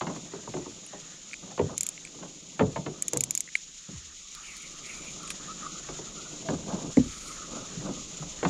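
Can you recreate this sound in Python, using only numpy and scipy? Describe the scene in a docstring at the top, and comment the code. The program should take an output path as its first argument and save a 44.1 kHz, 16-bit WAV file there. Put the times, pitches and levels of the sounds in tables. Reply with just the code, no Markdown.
"""Still creek, plastic canoe: an angler shifts about, heard by one microphone on the chest.
Paddle, rod and feet knock the hull (crowds of dying modes); rubbing and scrapes stir the same modes by grains.
A reel clicks in two bursts, tackle ticks, short notes creak, a sleeve rustles as shaped noise.
Behind: hiss peaking at the microphone port's resonance, a soft fuzzy whistle, a lumpy breeze."""
import sys
import numpy as np
from scipy import signal
from scipy.io import wavfile
from scipy.ndimage import uniform_filter1d

SR = 44100
rng = np.random.default_rng(int(sys.argv[2]) if len(sys.argv) > 2 else 0)


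def to_wav(sig):
    """Store sig (one row per channel, or 1-D mono) as 16-bit WAV at the path in sys.argv[1].

    Samples outside -1..1 are clipped; the rate is SR.
    """
    pcm = np.clip(np.atleast_2d(sig), -1, 1) * 32767
    pcm = np.round(pcm).astype(np.int16)
    wavfile.write(sys.argv[1], SR, pcm.T)  # frames by channels


def ratio_of_db(decibels):
    """Turn decibels (scalar or array-like) into linear amplitude factors; 0 dB maps to 1."""
    return 10 ** (np.asarray(decibels, float) / 20)


N = 374409
HOP, SILENT_DB = 128, -120  # noise frame step, samples; level outside a curve


def evened(x):
    """Scales to rms 1."""
    return x / np.sqrt(np.mean(x ** 2) + 1e-20)


def level_of(rows):
    """Amplitude per sample from (t/s, level/dB) rows."""
    s, db = np.transpose(rows)
    return ratio_of_db(np.interp(np.arange(N) / SR, s, db))


def add(mix, s, sound, peak_db):
    """Mixes a sound in at time s with the given peak."""
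    part = mix[round(s * SR):][:len(sound)]
    part += ratio_of_db(peak_db) * sound[:len(part)] / abs(sound).max()


def rings(hz, db, t60_s, phase, t):
    """Sum of exponentially dying sines."""
    decay = ratio_of_db(db[:, None] - 60 * t / t60_s[:, None])
    return (decay * np.sin(2 * np.pi * hz[:, None] * t + phase[:, None])).sum(0)


def noise(points, patchy_db, flicker_db):
    """Noise of a given spectrum with drifting patches and a quick flicker shared by all bands; rms 1."""
    hz = np.fft.rfftfreq(8 * HOP, 1 / SR)
    real, imag, patches = rng.standard_normal((N // HOP + 9, len(hz), 3)).T
    flicker = evened(uniform_filter1d(patches[0], size=6))
    patches = uniform_filter1d(patches, size=12, axis=0)  # across frequency
    patches = evened(uniform_filter1d(patches, size=24, axis=1))  # across time
    f, db = np.transpose(points)
    curve_db = np.interp(np.log(hz + 1), np.log(f + 1), db, left=SILENT_DB, right=SILENT_DB)
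    field_db = curve_db[:, None] + patchy_db * patches + flicker_db * flicker
    spectrum = (real + 1j * imag) * ratio_of_db(field_db)
    return evened(signal.istft(spectrum, nperseg=8 * HOP, noverlap=7 * HOP)[1][:N])


def grains(per_s, spread_db):
    """Random clicks of either sign, a few of them large."""
    size = ratio_of_db(spread_db * np.minimum(rng.exponential(1, N), 4))
    return size * (rng.random(N) < per_s / SR) * rng.choice([-1., 1.], N)


def crack(t, t60_s, order=3):
    """A dying 1.5-10 kHz burst of noise from hard contact."""
    band = signal.butter(order, [1500, 10000], "band", fs=SR, output="sos")
    return signal.sosfilt(band, rng.standard_normal(len(t))) * ratio_of_db(-60 * t / t60_s)


def drift():
    """Slow random wander, rms 1."""
    return evened(uniform_filter1d(uniform_filter1d(rng.standard_normal(N), size=4000), size=4000))


# hull modes by pitch: f/Hz, level/dB (relative), free t60/s
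HULL_MODES = [(45.24, -23, 0.67), (100, -13.5, 0.43), (162.7, 3.5, 0.36), (222, -6.5, 0.28),
              (248, -0.5, 0.33), (430, -3.5, 0.28), (800, -0.5, 0.16), (1030, 0, 0.1), (1320, -5.5, 0.08),
              (2100, -7, 0.078), (4602, -16.5, 0.045)]
MODE_COUNT = 70


def hull_modes(chance):
    """Close modes, a little moved and reweighted by where the hull is touched: Hz, dB, t60."""
    f, db, t60_s = np.transpose(HULL_MODES)
    hz = np.geomspace(f[0], f[-1], MODE_COUNT) * (1 + 0.021 * chance[0])
    mode_db = np.interp(np.log(hz), np.log(f), db) + 4.2 * chance[1]
    return hz, mode_db, np.interp(np.log(hz), np.log(f), t60_s)


# blows on the hull: t/s, peak level/dB, pitch struck most f/Hz, hardness/dB
KNOCKS = [(0.009, -19, 360, 10), (0.067, -25.5, 310, 11), (0.096, -31, 1080, 2), (0.16, -35, 1060, -1),
          (0.334, -30, 373, 1.5), (0.473, -30, 1030, -12), (0.537, -25.5, 380, -1), (0.566, -28, 375, -2.5),
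          (0.621, -42, 2320, 3), (0.66, -31, 970, -9), (0.931, -35, 350, 6), (1.509, -39, 800, 8),
          (1.576, -26, 513, 5), (1.592, -13, 455, -4.5), (1.611, -24.5, 96, -11), (2.164, -44, 172, -16),
          (2.225, -36, 377, 9), (2.593, -14, 430, 5.5), (2.606, -12.5, 510, -3), (2.62, -17, 100.6, -12),
          (2.759, -22, 178, 5.5), (2.861, -26, 400, 3.5), (3.131, -24.5, 435, 0), (3.16, -25.5, 134, -6),
          (3.885, -34, 191, -9), (3.925, -38.5, 75, -35), (5.886, -31.5, 384, 4), (5.987, -33, 385, -2),
          (6.486, -21, 325, 4), (6.528, -23, 270, -47), (6.724, -23, 205, -13.5), (6.969, -6.5, 249, -18),
          (7.056, -34, 260, -28), (7.517, -37.5, 293, 1), (7.768, -31, 150, -32), (7.855, -33, 305, -1),
          (7.886, -30, 278, -1), (8.2, -32, 150, -33), (8.222, -33, 1250, -7), (8.428, -19.5, 467, 5),
          (8.449, -15.5, 200, 4.5)]
RING = 0.76  # share of the free decay left by the hand or foot on the hull


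def knocks():
    """Blows favour modes near a pitch; soft ones swell slower and damp all but the bass sooner.

    Treble cracks at once, bending waves bring the bass late."""
    out, t = np.zeros(N), np.arange(SR // 3) / SR
    chance = rng.standard_normal((len(KNOCKS), 3, MODE_COUNT))
    for (s, peak_db, pitch_hz, hard_db), c in zip(KNOCKS, chance):
        hz, db, t60_s = hull_modes(c)
        near_db = (10.5 - 0.28 * hard_db) * np.exp(-(np.log2(hz / pitch_hz) / 0.28) ** 2)
        tilt_db = hard_db * np.clip(np.log2(hz / min(420, 2 * pitch_hz)) / 1.68, 0, 1)
        swell_s = 1.73 * ratio_of_db(-0.15 * hard_db) / hz + 1e-4
        swell = 1 - np.exp(-(t / swell_s[:, None]) ** 2)
        damping = RING * ratio_of_db(0.33 * hard_db * np.clip(np.log2(hz / 90), 0, 1))
        decay = ratio_of_db((db + near_db + tilt_db)[:, None] - 60 * t / (damping * t60_s)[:, None])
        waves = np.sin(2 * np.pi * hz[:, None] * t + 3 * c[2][:, None])
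        add(out, s, (swell * decay * waves).sum(0), peak_db)
    return out


# weight shifting and rubbing on the hull: t/s, low-mode level/dB
SHIFTING = [(0, -48.5), (1.3, -58), (3.3, -51.5), (3.55, -67.5), (4.35, -64.5), (5.0, -49.5), (6.2, -51),
            (6.42, -45.5), (6.9, -40), (6.96, -58.5), (7.6, -46), (8.49, -50.5)]
# drags across the hull: start t/s, length/s, upper-mode level/dB
SCRAPES = [(0.064, 0.13, -53), (1.417, 0.13, -52), (1.629, 0.14, -47.5), (2.12, 0.18, -52.5),
           (6.478, 0.094, -44), (6.653, 0.15, -43.5), (7.5, 0.15, -50.5), (7.807, 0.13, -45)]
SHUDDER_DB, SHUDDER_T60_S = -23, 0.27  # gear rattling on: re the blow's peak, decay
RUB_UPPER_DB = -8  # upper modes re low ones


def shifting():
    """Dense rubbing grains ring the low modes; hard blows and scrapes stir the upper ones more."""
    low_level = level_of(SHIFTING)
    upper_level = low_level.copy()
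    t = np.arange(SR // 2) / SR
    for s, peak_db, _, hard_db in KNOCKS:
        shudder = np.minimum(t / 0.0053, 1) * ratio_of_db(-60 * t / SHUDDER_T60_S)
        add(low_level, s, shudder, peak_db + SHUDDER_DB)
        add(upper_level, s, shudder, peak_db + SHUDDER_DB + 0.42 * hard_db)
    for s, length_s, db in SCRAPES:
        drag = np.sin(np.pi * np.arange(0, length_s, 1 / SR) / length_s)
        add(low_level, s, drag, db + 4.0)
        add(upper_level, s, drag, db - RUB_UPPER_DB)  # cancels the offset applied below
    t, low, upper = np.arange(SR // 5) / SR, np.zeros(N), np.zeros(N)
    for c in rng.standard_normal((4, 3, MODE_COUNT)):  # four places of contact
        hz, db, t60_s = hull_modes(c)
        is_low, is_upper = (hz > 125) & (hz < 500), (hz >= 500) & (hz < 1700)
        for mix, part in ((low, is_low), (upper, is_upper)):
            body = rings(hz[part], db[part], 0.38 * t60_s[part], 3 * c[2][part], t)
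            body *= np.minimum(t / 0.0056, 1)
            mix += signal.oaconvolve(grains(80, 2.46), body)[:N]
    return low_level * evened(low) + ratio_of_db(RUB_UPPER_DB) * upper_level * evened(upper)


# pawl drops: t/s, peak level/dB
REEL_CLICKS = [(1.779, -12), (1.8085, -10.5), (1.832, -14), (1.8658, -15), (1.889, -15), (3.023, -11),
               (3.082, -10.5), (3.1335, -11.5), (3.1722, -11), (3.2068, -12.5), (3.2374, -12),
               (3.308, -12.5), (3.3509, -10.5), (3.3755, -12.5), (3.4055, -13)]
# small metal parts of the reel: f/Hz, level/dB (relative), t60/s
PAWL_MODES = [(2306, -13, 0.022), (5410, -11.5, 0.013), (6675, 4.5, 0.018), (7367, 5, 0.015),
              (8760, -12, 0.014), (10760, -9, 0.012), (12000, -11.5, 0.01)]


def reel():
    """The pawl drops on a tooth, rings small metal parts briefly and chatters in a wide dry tail."""
    out, t = np.zeros(N), np.arange(SR // 16) / SR
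    hz, db, t60_s = np.transpose(PAWL_MODES)
    chance = rng.standard_normal((len(REEL_CLICKS), 3, len(PAWL_MODES)))
    for (s, peak_db), (a, b, c) in zip(REEL_CLICKS, chance):
        ring = rings(hz * (1 + 0.028 * a), db + 2.0 * b, t60_s, 3 * c, t)
        ring *= np.minimum(t / 0.0004, 1)
        ring *= 0.5 + 1 / (1 + (t / 0.0022) ** 4)  # the spring presses the pawl quiet
        chatter = np.diff(crack(t, 0.025, order=4), prepend=0)
        add(out, s, ring + ratio_of_db(0.5) * chatter, peak_db)
    return out


# small hard parts: t/s, peak level/dB, lowest ring f/Hz, top ring and crack control/dB
TICKS = [(0.8638, -31.5, 3060, -1), (1.312, -37, 2340, -15), (1.332, -25, 2380, -32),
         (1.3394, -23, 2350, -28), (1.977, -33, 2120, -24), (2.05, -26, 2370, -8),
         (2.0722, -37.5, 2380, -26), (3.476, -35, 2000, -19), (3.488, -35, 2080, -26),
         (3.553, -10.5, 2206, -13.5), (5.276, -28.5, 2450, -1), (5.303, -18.5, 2510, 8),
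         (6.9705, -21, 2100, -12)]


def ticks():
    """A ragged contact of a few ms drives four dry rings over a low mode, plus a wide crack."""
    out, t = np.zeros(N), np.arange(SR // 24) / SR
    for s, peak_db, low_hz, upper_db in TICKS:
        hz = low_hz * np.array([1, 1.2, 1.95, 3.35])
        ring_db = np.array([0, -9, -8, 0.5 * upper_db + 14])
        ring = rings(hz, ring_db, 17 / hz, 0 * hz, t)  # t60 of 17 cycles
        ring *= np.minimum(t * low_hz / 2, 1) ** 2
        contact = rng.standard_normal(len(t)) * np.minimum(t / 0.00034, 1) * ratio_of_db(-60 * t / 0.004)
        tick = evened(signal.fftconvolve(ring, contact)[:len(t)])
        add(out, s, tick + ratio_of_db(upper_db - 6.5) * evened(crack(t, 0.063, order=6)), peak_db)
    return out


# creaks and squeaks: start t/s, length/s, peak level/dB, start f/Hz, end f/Hz
CREAKS = [(5.472, 0.066, -38.5, 1150, 1300), (6.448, 0.065, -37, 663, 650)]


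def creaks():
    """A slip catches into a short wavering note that swells, glides and dies."""
    out = np.zeros(N)
    for s, length_s, peak_db, start_hz, end_hz in CREAKS:
        u = np.arange(0, length_s, 1 / SR) / length_s
        waver = 1 + 0.03 * evened(uniform_filter1d(rng.standard_normal(len(u)), size=200))
        hz = (start_hz + (end_hz - start_hz) * np.sin(2 * u)) * waver
        add(out, s, np.sin(np.pi * u) * np.sin(2 * np.pi * np.cumsum(hz) / SR), peak_db)
    return out


# strokes: start t/s, loudest t/s, end t/s, fine level/dB, coarse level/dB, catching threads/dB (relative)
SLEEVE = [(4.292, 4.5, 4.98, -57, -47.5, 15), (4.81, 4.906, 5.3, -56, -48, 10),
          (6.906, 7.327, 7.39, -46.5, -52.5, -20)]
# cloth snapping near the microphone: t/s, peak level/dB
SNAPS = [(4.35, -27), (4.567, -32), (5.232, -33)]
# fine rustle spectrum: f/Hz, level/dB per Hz (relative)
RUSTLE = [(4000, 5), (7000, -0.5), (9000, 1), (12500, -16.5), (15600, -26)]
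STROKE_EDGE_DB = -19  # stroke start and end re its top


def sleeve():
    """Cloth brushes fine in the treble and coarse near 2.3 kHz, threads catch, and it snaps."""
    fibres = noise(RUSTLE, patchy_db=0.0, flicker_db=2.0)
    folds = noise([(1500, -31), (2300, -2.0), (3300, -19.0)], patchy_db=4.5, flicker_db=2.5)
    threads = 22 * uniform_filter1d(abs(grains(60, 5.2)), size=64)  # single threads catch
    out, t = np.zeros(N), np.arange(N) / SR
    for start, top, end, fine_db, coarse_db, catch_db in SLEEVE:
        edges_db = [STROKE_EDGE_DB, 0, STROKE_EDGE_DB]
        stroke = ratio_of_db(np.interp(t, [start, top, end], edges_db, SILENT_DB, SILENT_DB))
        fine = ratio_of_db(fine_db) * fibres * (1 + ratio_of_db(catch_db) * threads)
        out += stroke * (fine + ratio_of_db(coarse_db) * folds)
    t = t[:SR // 100]
    for (s, peak_db), start in zip(SNAPS, rng.integers(0, N - SR, len(SNAPS))):
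        add(out, s, fibres[start:start + len(t)] * ratio_of_db(-60 * t / 0.014), peak_db)
    return out


# hiss spectrum, peak at the port's resonance: f/Hz, level/dB per Hz (relative)
HISS = [(1900, -17.5), (3700, -10), (4700, -14), (5900, -9), (6950, -0.5), (7350, -8), (7800, -20.5),
        (11000, -36.5), (15200, -55)]
# main hiss: t/s, level/dB
HISS_LEVEL = [(0, -46), (2.5, -48), (4.3, -46.5), (5, -43.5), (8.49, -42.5)]
# lower hiss spectrum: f/Hz, level/dB per Hz (relative)
LOWER_HISS = [(250, -60), (700, -4.5), (1900, 7.5), (2200, -33)]
LOWER_HISS_DB, LOWER_SWING_DB = -20, 4.5  # mean re main hiss, rms swing


def hiss():
    """Steady shaped noise whose lower part comes and goes."""
    lower = noise(LOWER_HISS, patchy_db=2.5, flicker_db=2.5)
    lower *= ratio_of_db(LOWER_HISS_DB + LOWER_SWING_DB * drift())
    return level_of(HISS_LEVEL) * (noise(HISS, patchy_db=-0.26, flicker_db=1.31) + lower)


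# soft whistle: t/s, level/dB
WHISTLE_LEVEL = [(3.7, -69.5), (5.5, -51), (6.2, -51.5), (6.6, -77), (7.3, -48), (7.9, -56)]


def whistle():
    """A fuzzy whistle: patchy narrow noise near 1.3 kHz."""
    hollow = noise([(1050, -13.5), (1270, -3.0), (1500, -14.0)], patchy_db=5.5, flicker_db=1.0)
    return level_of(WHISTLE_LEVEL) * hollow


# breeze: t/s, level/dB before the drift
BREEZE_LEVEL = [(0, -69), (4.2, -66), (4.6, -59.5), (8.49, -53.5)]


def breeze():
    """A lumpy breeze on the microphone port: 16-55 Hz noise, drifting in level."""
    band = signal.butter(3, [16, 55], "band", fs=SR, output="sos")
    lumps = evened(signal.sosfilt(band, rng.standard_normal(N)))
    return level_of(BREEZE_LEVEL) * ratio_of_db(1.2 * drift()) * lumps


def scene():
    """One microphone feeds both channels."""
    contacts = knocks() + shifting() + reel() + ticks() + creaks() + sleeve()
    mono = contacts + hiss() + whistle() + breeze()
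    return np.array([mono, mono])


def top_cut(x):
    """Nothing passes above the cut-off."""
    return signal.sosfilt(signal.butter(12, 16600, fs=SR, output="sos"), x)


def record(dry):
    """Delivers the finished mix through the recorder's treble cut-off, with no gain of its own."""
    return top_cut(dry)


dry = scene()
out = record(dry)
to_wav(out)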